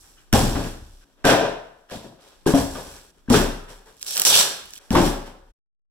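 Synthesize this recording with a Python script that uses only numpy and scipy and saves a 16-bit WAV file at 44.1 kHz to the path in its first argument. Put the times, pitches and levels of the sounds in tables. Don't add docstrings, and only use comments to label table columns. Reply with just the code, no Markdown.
import sys
import numpy as np
from scipy import signal
from scipy.fft import rfft, irfft
from scipy.io import wavfile
from scipy.ndimage import uniform_filter1d

SR = 44100
rng = np.random.default_rng(int(sys.argv[2]) if len(sys.argv) > 2 else 0)


def generate_wav(sig):
    pcm = np.round(np.clip(np.atleast_2d(sig).T, -1, 1) * 32767).astype(np.int16)
    wavfile.write(sys.argv[1], SR, pcm)


def linear_from_db(decibels):
    return 10 ** (np.asarray(decibels, float) / 20)


N = 260542
SIDES = np.array([[1], [-1]])

# time in seconds; first is the start, last the end.
CUTS_S = [0, 1.045, 2.207, 3.11, 3.97, 4.79, 5.52]

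# start in seconds, peak in dB, box air pitch in Hz, ring T60 in seconds, knock in dB.
BLOWS = [(0.326, -6, 315, 0.048, -5), (0.328, 3.5, 195, 0.04, -31), (0.338, 4.5, 231, 0.071, -29.5),
         (0.555, -7.5, 274, 0.083, -19), (1.243, -9, 287, 0.092, -16.5), (1.25, -10, 186, 0.094, -13),
         (1.278, -15, 193.2, 0.16, -33), (1.914, -25.5, 171, 0.092, -24), (1.95, -23, 225, 0.2, -47),
         (2.045, -47.5, 208, 0.16, -59), (2.462, 1, 390, 0.044, -34), (2.48, -5, 420, 0.1, -32),
         (2.5363, 3.5, 272.4, 0.11, -15.5), (2.589, -16, 334, 0.096, -32), (2.752, -28, 251, 0.068, -23),
         (2.782, -17, 518, 0.041, -34), (3.283, -9.5, 251, 0.066, -60), (3.301, 3.5, 241, 0.13, -24),
         (3.338, -6.5, 407, 0.22, -1), (3.408, -10, 380, 0.051, -15), (4.905, -3, 226.3, 0.079, -21.5),
         (4.938, -3.5, 290, 0.07, -29), (4.9505, -3.5, 1094, 0.044, -16.5), (4.962, -2.5, 335, 0.077, -3.5)]
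# start in seconds,
# peak in dB, pitch in Hz, ring T60 in seconds.
RINGS = [(2.49, -8.5, 425.6, .05), (2.552, -7.5, 559, 0.056), (4.9415, -12, 291, 0.055),
         (1.318, -6.5, 420, 0.051), (0.183, -45, 2980, .03), (0.333, -4.5, 105.3, 0.32),
         (0.337, -13.5, 2790, 0.039), (1.03, -45.5, 1544, 0.057), (1.9, -32, 1720, 0.033),
         (1.92, -20, 511.5, 0.09), (1.969, -17.5, 190.8, 0.033), (2.471, -7.5, 416, 0.049),
         (2.5477, -1, 271.5, 0.067), (3.341, -14, 2456, 0.032), (3.352, -13.5, 2188, .03),
         (4.963, -2, 305.8, 0.062), (0.337, -16.5, 1098, 0.036), (0.345, -2.5, 816, 0.043),
         (0.36, -5, 778, 0.066), (0.358, -6.5, 209.5, .08), (0.383, -5.5, 233, 0.076),
         (0.4, -10, 325, 0.062), (1.247, -6, 1574, 0.043), (1.255, -5.5, 520, 0.14),
         (1.263, -3.5, 330, 0.044), (1.277, -7, 853, 0.033), (1.285, -11.5, 260, 0.041),
         (1.291, -4, 1607, 0.039), (1.304, -7, 486, 0.11), (1.338, -3.5, 620, 0.07),
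         (1.395, -5.5, 658, 0.15), (2.461, -13, 1060, 0.025), (2.47, -16.5, 1617, 0.11),
         (2.472, -5.5, 897, 0.024), (2.544, 1, 691, 0.045), (2.582, -6.5, 692, 0.032),
         (2.576, -18.5, 1700, 0.029), (3.279, -29.5, 1600, 0.033), (3.319, 1, 263, 0.03),
         (3.328, -4, 856, 0.054), (3.331, -0.5, 450, 0.053), (3.373, -23, 1650, 0.044),
         (3.405, -11.5, 617, .03), (3.412, -15.5, 1766, .05), (4.953, -8.5, 200, 0.038),
         (4.957, -7.5, 756, .04), (4.98, -1, 340, 0.082), (4.997, -3.5, 330, 0.061), (5.029, -9, 300, 0.25),
         (5.064, -3.5, 330, 0.042),
         (.558, -8.5, 300, 0.051), (.566, -11, 200, .05), (2.7545, -19, 1200, .03), (1.25, -6, 201.3, .1),
          (1.455, -19, 1550, .05), (4.289, -17, 550, .05), (4.323, -11, 860, .06), (4.387, -14, 900, .05),
          (4.4, -14.5, 600, .05), (4.406, -11, 1000, .04), (3.305, -2.5, 240, .07),
          (3.3097, -4.5, 240, .04), (3.335, -7.5, 520, .04), (2.4625, -7.5, 330, .04),
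          (2.485, -8.5, 430, .05), (2.5376, -6, 1052, 0.016), (2.538, -5, 520, .04),
          (2.555, -4.5, 275, .08), (4.9099, -6.5, 230, .05), (4.952, -4.5, 600, .03),
          (4.953, -8, 1150, .04), (5.003, -3.5, 320, .05), (5.035, -9.5, 310, .05), (1.256, -5, 560, .03),
          (1.287, -4, 250, .04), (1.307, -5.5, 300, .04), (1.342, -8, 640, .04), (1.374, -15.5, 1550, .05),
          (1.41, -15.5, 1550, .05), (1.45, -15, 1000, .06), (1.41, -8, 700, .05), (1.47, -20, 950, .05),
          (1.28, -13, 1600, .04)]

# start in seconds, panel, hollow and corrugation levels in dB,
# hold in seconds.
JOLTS = [(0.163, -72.5, -69.5, -59.5, 0.036), (0.326, -16.5, -14, -24, 0.026),
         (0.387, -20.5, -34.5, -37.5, 0.096), (0.548, -17, -26, -32.5, 0.0071),
         (0.631, -29, -64, -40, 0.022), (1.242, -14, -13, -22, 0.014), (1.263, -12.5, -14, -17.5, 0.046),
         (1.304, -35.5, -18, -31, 0.035), (1.384, -27, -21.5, -31, 0.061),
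         (1.904, -35.5, -36, -43.5, 0.037), (2.029, -35, -44.5, -57, 0.017),
         (2.458, -15.5, -26, -31, 0.021), (2.53, -20.5, -22.5, -32, 0.05),
         (2.744, -37, -34.5, -42.5, 0.039), (2.842, -52, -50.5, -51.5, 0.12),
         (3.294, -15.5, -18.5, -29, 0.066), (3.333, -13.5, -24, -20.5, 0.015),
         (3.677, -49, -45, -47.5, 0.022), (3.86, -57, -54, -57.5, 0.029), (2.184, -75.5, -55.5, -60, 0.14),
         (4.904, -18.5, -26, -34.5, 0.038), (4.946, -11.5, -12.5, -22, 0.032),
         (5.051, -22.5, -31, -33, 0.018), (5.258, -40.5, -41, -48.5, 0.011)]
NUDGES = [
    (0.019, -86, -61, -61.5, 0.058),
    (1.008, -63, -77, -61.5, 0.019),
    (1.17, -61.5, -61, -65, 0.049),
    (1.886, -57.5, -53, -50.5, .012),
    (3.277, -60, -41.5, -53, .015),
    (4.786, -68.5, -56.5, -57.5, 0.056),
]
JOLT_RISE_S, REBOUND_DB_PER_S = 0.0082, 499
# seconds, for panel, hollow, corrugation.
JOLT_LAG_S = [.012, .003, 0.0]
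# level re jolt in dB, fall in dB per second.
SETTLING = [(-3, 128.5), (0, 110), (2, 142)]

# resonance in Hz, width in Hz, level in dB.
PANELS = [(111, 41, -3), (156.6, 65.4, -2), (243, 56, 1), (267, 101.6, -0.5)]
# level in dB, by take.
BIG_PANEL_DB = [-5.5, -15.5, -7.5, -9, -9, -6.5]
# resonance in Hz, width in Hz, level in dB.
HOLLOW = [(389, 51, -3), (518, 144.6, 1), (585.6, 129, 3), (796, 310, -4), (1070, 330, -9)]
# resonance in Hz, width in Hz, level in dB.
NARROW_BOX = [(428, 57, -3.5), (534, 51, -2.5), (658, 108, -2.5), (980, 133, -12)]
# resonance in Hz, width in Hz, level in dB.
FLUTES = [(1200, 250, -2), (1510, 300, -1.5), (1940, 966, -5)]

# start in seconds, level in dB, hold in seconds, fall in dB per second.
RUSTLES = [(0.0, -58, 0.0079, 201), (0.175, -68, .02, 99.5), (0.0, -59, 0.11, 93),
           (0.33, -21.5, 0.0045, 84), (0.578, -42, 0.098, 185), (0.778, -60, 0.16, 33.5),
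           (1.249, -23.5, 0.065, 354), (1.39, -55.5, 0.022, 59), (1.904, -42, 0.048, 200),
           (2.03, -51.5, .01, 150), (2.201, -57, 0.09, 75), (2.463, -30.5, 0.04, 300),
           (2.544, -31, 0.039, 120), (2.704, -43.5, 0.082, 55), (2.858, -50, 0.096, 146),
           (3.297, -28, 0.024, 195), (3.318, -23, 0.047, 252), (3.404, -35, 0.0076, 108),
           (3.687, -48.5, 0.014, 140), (3.853, -57.5, 0.037, 153), (3.97, -59.5, 0.028, 103),
           (4.004, -48.5, 0.018, 300), (4.798, -57.5, 0.043, 87), (4.91, -34.5, 0.061, 194),
           (4.963, -30.5, 0.057, 123), (5.048, -29, 0.011, 248), (5.11, -62.5, 0.0083, 100),
           (5.255, -50, 0.011, 301)]
RUSTLE_RISE_S = 0.0049
# frequency in Hz, density in dB per Hz.
FILM = [(1500, -30), (2300, -7.5), (2900, -7.5), (4300, -2), (5800, -4.5), (8000, -5), (12000, -10.5),
        (16000, -17)]
# time in seconds, dull over crisp in dB.
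FOLDS = [(0, -10.5), (.17, -4.5), (.33, 0.5), (1.2, 1.5), (1.3, 5), (1.85, 2.5), (1.93, 6.5), (2.44, 4.5),
         (2.47, -3), (3.3, 1), (3.36, 1), (4.03, -1), (4.25, -2.5), (4.29, -4), (4.335, 4), (4.4, 2.5),
         (4.73, -0.5), (4.96, 1)]
CRISP_HZ = 4600
# time in seconds, pull in dB, weight on the boxes in dB.
DRAG = [
    [(4.013, -61, -68), (4.058, -47, -52.5), (4.064, -34, -50), (4.085, -32.5, -47.5), (4.135, -30.5, -50),
     (4.15, -32, -49.5), (4.167, -29.5, -36.5), (4.223, -30.5, -34), (4.24, -33.5, -42)],
    [(4.2505, -12.5, -31.5), (4.256, -19.5, -31), (4.268, -12.5, -26.5), (4.276, -14, -28),
     (4.3, -17, -27.5), (4.32, -18, -29), (4.35, -13, -25.5), (4.403, -13, -24), (4.423, -19.5, -24.5),
     (4.44, -27, -30), (4.651, -51.5, -53.5), (4.713, -52, -80), (4.785, -47.5, -58)],
]
# share in dB, for panel, hollow, corrugation.
WEIGHT_SHARE_DB = [-8.5, 2.5, 2.5]
SHEET_RIGHT_DB = 1.5
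# start in seconds, level in dB, pitch in Hz, hold in seconds.
STRIPS = [
    (4.075, -46.5, 5500, .03),
    (4.252, -32.5, 5900, 0.019),
    (4.29, -31, 3600, .02),
    (4.325, -23.5, 3250, 0.017),
    (4.37, -31.5, 4300, .01),
    (4.34, -34, 6200, 0.048),
    (4.39, -36.5, 7600, 0.016),
    (3.335, -40, 3560, 0.022),
]
STRIP_WIDTH_HZ, STRIP_DB_PER_S = 470, 500.5

# start in seconds, peak in dB, pitch in Hz.
SNAPS = [(0.3283, -11, 5640), (1.2523, -19, 2840), (1.8987, -38, 2840), (2.4671, -26, 9690),
         (3.3005, -17, 7580), (3.4168, -20, 2840), (4.0151, -31, 7190), (4.0282, -21, 4740),
         (4.0472, -30, 7450), (4.0652, -24, 5120), (4.1092, -20, 5380), (4.1526, -21, 8270),
         (4.1584, -20, 5770), (4.1689, -12, 3400), (4.1761, -12, 5730), (4.1786, -13, 7060),
         (4.1972, -9, 5210), (4.1986, -9, 11000), (4.2136, -16, 9520), (4.2177, -7, 7490),
         (4.2196, -11, 5200), (4.2513, -4, 4820), (4.2687, -8, 5770), (4.2999, -8, 7540),
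         (4.7063, -36, 7620), (4.7361, -27, 5990), (4.7576, -36, 5560), (4.7784, -34, 3830),
         (4.9058, -24, 2900), (4.9525, -17, 1400)]
# start in seconds, peak in
# dB, pitch in Hz.
CRINKLES = [(3.9683, -48, 7500), (3.9957, -46, 5480), (4.008, -47, 7500), (4.012, -43, 3690),
            (4.018, -36, 9500), (4.041, -38, 11500), (4.078, -33, 5700), (4.083, -31, 5200),
            (4.09, -31, 7500), (4.116, -30, 9600), (4.123, -28, 5700), (4.145, -23, 7500),
            (4.187, -23, 9600), (4.195, -26, 7500), (4.237, -21, 5700), (4.2575, -17, 7500),
            (4.353, -4, 3400), (4.657, -35, 9600), (4.682, -43, 7500), (4.743, -39, 7500),
            (4.754, -34, 5710), (4.762, -40, 3500), (4.783, -43, 7500), (2.755, -35, 1500),
            (3.342, -19, 2500), (3.367, -19, 3500), (5.068, -29, 9600)]
SNAP_DECAY_S = 0.0008
# start in seconds, level in dB, length in seconds, slips per second.
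CREAKS = [
    (3.701, -50.5, 0.037, 490),
    (3.759, -61.5, 0.069, 400),
    (3.858, -56, 0.043, 445),
]

# start in seconds, door in dB, wall in dB.
SHOVES = [(0.0, -58, -58), (0.326, -22.5, -19.5), (.53, -34.5, -26), (.8, -47, -43), (1.245, -48, -35),
          (1.36, -45.5, -60), (1.92, -64, -47.5), (2.46, -53, -31.5), (2.58, -40.5, -26.5),
          (2.85, -54.5, -45), (3.29, -24, -23.5), (4.25, -63, -66), (4.909, -23.5, -27), (5.0, -42, -30),
          (5.4, -48, -59.5), (.14, -61, -77), (2.2, -73, -78), (3.12, -66, -74.5), (3.6, -48, -52),
          (4.7, -64.5, -75), (4.6, -70, -57.5)]
DOOR_HZ, DOOR_RISE_S, DOOR_HOLD_S, DOOR_DB_PER_S = 31.6, 0.13, 0.0075, 92.5
WALL_HZ, WALL_RISE_S, WALL_HOLD_S, WALL_DB_PER_S = 61.8, 0.011, 0.016, 128

RISE_FROM_DB = -12
# level in dB, for panel, hollow, corrugation, film, door, wall.
REST_DB = [-61, -67.5, -67, -70.5, -76.5, -72]
# stirring offset in dB, by take.
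REST_TAKE_DB = [-1, -3.5, 1, -0.5, 2, -6.5]
STIR_DB, STIR_HZ = 3, 3.6

# frequency in Hz, T60 in seconds.
HALL_T60 = [(60, 0.92), (200, 0.42), (600, 0.54), (1500, 0.73), (4000, 0.54), (10000, 0.292)]
# frequency in Hz, level in dB.
HALL_LEVEL = [(60, -9.5), (250, 0), (600, -3), (2000, -2.5), (12000, 7.5)]
# frequency in Hz, left-right likeness 0 to 1.
HALL_LIKENESS = [(60, 0.76), (250, 0.83), (600, 0.13), (1500, 0.3), (4000, 0.068), (12000, .03)]

# frequency in Hz, density in dB.
QUIET = [(12, -25), (20, 9), (41, -1), (96, -35.5), (270, -9), (367, -10.5), (485, -26), (558, -19),
         (976, -17.5), (1060, -19), (2460, -32.5), (3440, -31), (16000, -41)]
QUIET_DB = -63

# resonance in Hz, width in Hz, lift in dB.
PORT = [(1650, 300, 3), (2100, 500, -5), (3300, 900, 5), (5700, 700, 7), (6550, 500, -4), (7600, 500, 7),
        (9700, 700, 6), (11600, 600, 6), (13900, 800, 3)]
# frequency in Hz, left minus right in dB.
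LEFT_LEAD = [(60, 1), (150, 1), (400, 6.5), (1200, 0), (4400, -1), (8000, -3), (14000, 1.5)]
# frequency in Hz, left lead in radians.
LEFT_PHASE = [(50, .15), (150, .45), (400, .4), (1000, 0.36), (4000, 1.9), (16000, 4.6)]
TOP_HZ = 16150


def unit(x):
    return x / np.sqrt(np.mean(x ** 2) + 1e-30)


def at_hz(points, hz):
    table = np.array(points)
    return np.interp(np.log(np.maximum(hz, 1)), np.log(table[:, 0]), table[:, 1])


def shape(x, gain):
    n = x.shape[-1]
    return irfft(rfft(x) * gain(np.fft.rfftfreq(n, 1 / SR)), n)


def ring(x, hz, t60):
    r, w = linear_from_db(-60 / (t60 * SR)), 2 * np.pi * hz / SR
    return signal.lfilter([0, np.sin(w)], [1, -2 * r * np.cos(w), r * r], x + 1e-18)


def resonate(x, hz, width):
    r, w = np.exp(-np.pi * width / SR), 2 * np.pi * hz / SR
    return signal.lfilter(np.array([1, 0, -1]) * (1 - r * r) / 2, [1, -2 * r * np.cos(w), r * r], x)


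def by_take(values):
    return np.array(values)[np.searchsorted(CUTS_S[1:-1], np.arange(N) / SR)]


def in_time(spans):
    out = np.zeros((len(spans[0][0]) - 1, N))
    for s, *levels in map(np.transpose, spans):
        a = round(s[0] * SR)
        t = np.arange(a, N) / SR
        out[:, a:] = [np.interp(t, s, level) for level in levels]
    return out


def stroke(s, db, rise, hold, fall_db):
    out = np.zeros(N)
    end = min(cut for cut in CUTS_S if cut > s + .03)
    a, b = round(max(s, 0) * SR), round(end * SR)
    t = np.arange(b - a) / SR
    rising_db = RISE_FROM_DB * np.clip(1 - t / rise, 0, 1)
    falling_db = fall_db * np.maximum(t - rise - hold, 0)
    out[a:b] = linear_from_db(2 * (db + rising_db - falling_db))
    return out


def soft_tap(length):
    tap, push = np.zeros(8192), np.hanning(length)
    tap[:length] = push / push.sum()
    return tap


def blows():
    out, t = np.zeros(N), np.arange(8192) / SR
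    for (s, db, hz, t60, knock_db), noise in zip(BLOWS, rng.standard_normal((len(BLOWS), 8192))):
        tap = soft_tap(round(.6 * SR / hz))
        note = ring(tap, hz, t60) + 0.24 * ring(tap, 1.6 * hz, 0.19 * t60)
        knock = resonate(noise * np.exp(-t / 0.0039), 950, 1300)
        knock = resonate(knock, 980, 600) + 0.37 * resonate(knock, 1500, 500)
        knock /= np.abs(knock).max()
        out[round((s + .0015) * SR):][:8192] += linear_from_db(knock_db - 8.5) * knock - linear_from_db(db - 7.0) * note
    return out


def panel_rings():
    out = np.zeros(N)
    for s, db, hz, t60 in RINGS:
        out[round(s * SR):][:8192] -= linear_from_db(db - 4.5) * ring(soft_tap(round(SR / hz)), hz, t60)
    return out


def resting():
    restless_db = STIR_DB * unit(resonate(rng.standard_normal(N), STIR_HZ, 2 * STIR_HZ))
    return linear_from_db(2 * (np.array(REST_DB)[:, None] + by_take(REST_TAKE_DB) + restless_db))


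def motion():
    power = resting()[:4]
    for s, *levels, hold in JOLTS + NUDGES:
        for k, (db, (under_db, fall_db)) in enumerate(zip(levels, SETTLING)):
            at = s + JOLT_LAG_S[k]
            power[k] += stroke(at, db, JOLT_RISE_S, hold, REBOUND_DB_PER_S)
            power[k] += stroke(at, db + under_db, JOLT_RISE_S, hold, fall_db)
    for s, db, hold, fall_db in RUSTLES:
        power[3] += stroke(s, db, RUSTLE_RISE_S, hold, fall_db)
    still_end = (N / SR, -120, -120)
    before = [(0, -120, -120), still_end]
    after = [(CUTS_S[5], -120, -120), still_end]
    pull_db, weight_db = in_time([before] + DRAG + [after])
    power[:3] += linear_from_db(2 * (weight_db + np.array(WEIGHT_SHARE_DB)[:, None]))
    power[3] += linear_from_db(2 * pull_db)
    return np.sqrt(power)


def grains(per_s, spread_db):
    sizes = linear_from_db(spread_db * np.minimum(rng.exponential(1, N), 4)) * rng.choice([-1, 1], N)
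    return sizes * (rng.random(N) < per_s / SR) + 1e-18


def rattle(peaks, per_s, spread_db, wide):
    knocks = grains(per_s, spread_db) + wide * grains(per_s, spread_db) * SIDES
    out = np.zeros((2, N))
    for k, (hz, width, db) in enumerate(peaks):
        broad = resonate(knocks, hz, 6.8 * width)
        out += (-1) ** k * linear_from_db(db) * resonate(broad, hz, width)
    return unit(out)


def cardboard(panel, hollow, scrape):
    big = linear_from_db(by_take(BIG_PANEL_DB)) * rattle(PANELS[:1], 1000, 3.4, wide=0.18)
    out = linear_from_db(-8.0) * panel * (rattle(PANELS[1:], 1000, 2.5, wide=0.13) + big)
    narrow = by_take([0, 1, 0, 0, 0, 0])
    out += linear_from_db(-7.5) * hollow * (1 - narrow) * rattle(HOLLOW, 2500, 3.2, wide=0.36)
    out += linear_from_db(-6.5) * hollow * narrow * rattle(NARROW_BOX, 3000, 2.5, wide=0.2)
    return out + linear_from_db(-6.5) * scrape * rattle(FLUTES, 2600, 0.63, wide=0.6)


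def rustle():
    clumps = linear_from_db(2.0 * unit(resonate(rng.standard_normal(N), 60, 110)))
    crinkles = (grains(8000, 2.0) + grains(8000, 2.0) * SIDES) * clumps
    film = unit(shape(crinkles, lambda hz: linear_from_db(at_hz(FILM, hz))))
    dull = shape(film, lambda hz: 1 / (1 + (hz / CRISP_HZ) ** 6))
    fold_db, = in_time([FOLDS])
    return linear_from_db(fold_db / 2) * dull + linear_from_db(-fold_db / 2) * (film - dull)


def strips(film):
    out = np.zeros((2, N))
    for s, db, hz, hold in STRIPS:
        gain = np.sqrt(stroke(s, db, RUSTLE_RISE_S, hold, STRIP_DB_PER_S))
        out += gain * unit(resonate(film, hz, STRIP_WIDTH_HZ))
    return out


def snaps(rows):
    out, t = np.zeros(N), np.arange(400) / SR
    for (s, db, hz), noise in zip(rows, rng.standard_normal((len(rows), 400))):
        burst = (noise - .2 * np.roll(noise, 1)) * np.exp(-t / SNAP_DECAY_S)
        burst = 0.98 * burst + 0.82 * resonate(burst, hz, 1700)
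        out[round(s * SR):][:400] += linear_from_db(db + 7) * burst / np.abs(burst).max()
    band = signal.butter(2, [1700, 14000], "band", fs=SR, output="sos")
    return signal.sosfilt(band, out + 1e-18)


def creaks():
    slips = np.zeros(N)
    for (s, db, length, per_s), chance in zip(CREAKS, rng.standard_normal((len(CREAKS), 60))):
        at = s + np.cumsum(1 + .08 * chance) / per_s
        slips[(at[at < s + length] * SR).astype(int)] = linear_from_db(db + 5.5)
    return ring(slips, 900, .009) + .6 * ring(slips, 1760, .008) + .6 * ring(slips, 450, .015)


def boom():
    door_power, wall_power = resting()[4:]
    for s, door_db, wall_db in SHOVES:
        door_power += stroke(s, door_db, DOOR_RISE_S, DOOR_HOLD_S, DOOR_DB_PER_S)
        wall_power += stroke(s, wall_db, WALL_RISE_S, WALL_HOLD_S, WALL_DB_PER_S)
    door_gain, wall_gain = uniform_filter1d(np.sqrt([door_power, wall_power]), size=600, origin=250)
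    wander = unit(resonate(rng.standard_normal(N), 2.9, 4.0))
    door = np.sqrt(2) * np.sin(2 * np.pi * np.cumsum(DOOR_HZ + 1.5 * wander) / SR)
    wall = unit(resonate(resonate(rng.standard_normal(N), WALL_HZ, 35), WALL_HZ, 35))
    return door_gain * door + linear_from_db(-2.0) * wall_gain * wall


def hallway_response():
    t, out = np.arange(SR) / SR, np.zeros((2, SR))
    edges = 50 * 2 ** np.arange(0, 8.6, .5)
    for low, high in zip(edges, edges[1:]):
        sos = signal.butter(2, [low, high], "band", fs=SR, output="sos")
        mid, side = signal.sosfilt(sos, rng.standard_normal((2, SR)))
        alike = np.clip(at_hz(HALL_LIKENESS, low), 0, 1)
        both = np.sqrt(1 + alike) * mid + np.sqrt(1 - alike) * side * SIDES
        out += both * linear_from_db(at_hz(HALL_LEVEL, low) - 60 * t / at_hz(HALL_T60, low * 1.2))
    out *= np.clip((t - .002) / 0.0029, 0, 1)
    return out / np.sqrt(np.sum(out ** 2) / 2.0)


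def hallway(heard):
    echoes, out = hallway_response(), np.zeros((2, N))
    for start, end in zip(CUTS_S, CUTS_S[1:]):
        a, b = round(start * SR), round(end * SR)
        out[:, a:b] = linear_from_db(-5.5) * signal.fftconvolve(heard[:, a:b], echoes, axes=1)[:, :b - a]
    return out


def hum_and_hiss():
    mid, side = rng.standard_normal((2, N))
    side = shape(side, lambda hz: hz / (hz + 600))
    noise = shape(mid + side * SIDES, lambda hz: linear_from_db(at_hz(QUIET, hz)))
    return linear_from_db(QUIET_DB - 2.0) * unit(noise)


def scene():
    panel, hollow, scrape, film_gain = motion()
    boxes = cardboard(panel, hollow, scrape) + blows() + panel_rings() + creaks()
    film = rustle()
    sheet_right_db = by_take([0, 0, 0, 0, 1, 0]) * SHEET_RIGHT_DB
    boxes += (linear_from_db(-4) * film_gain * film + strips(film)) * linear_from_db(-sheet_right_db * SIDES / 2)
    close = (snaps(SNAPS) + snaps(CRINKLES)) * np.ones((2, 1))
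    heard = (1.3 * boxes + .3 * close).mean(0, keepdims=True)
    out = boxes + close * linear_from_db(-SIDES) + hallway(heard) + boom() + hum_and_hiss()
    return out * np.interp(np.arange(N) / SR, [5.506, 5.521, 5.57], [1, .003, 0])


def roll_off(x):
    return signal.sosfilt(signal.butter(12, 16760, fs=SR, output="sos"), x)


def record(dry):
    x = dry.copy()
    for hz, width, db in PORT:
        x += (linear_from_db(db) - 1) * resonate(dry, hz, width)
    half = SIDES / 2
    x = shape(x, lambda hz: linear_from_db(at_hz(LEFT_LEAD, hz) * half) * np.exp(1j * at_hz(LEFT_PHASE, hz) * half))
    top = .72
    rounded = top * np.tanh(x / top)
    mix = signal.sosfilt(signal.cheby2(24, 60, TOP_HZ, fs=SR, output="sos"), rounded)
    return roll_off(mix)


dry = scene()
out = record(dry)
generate_wav(out)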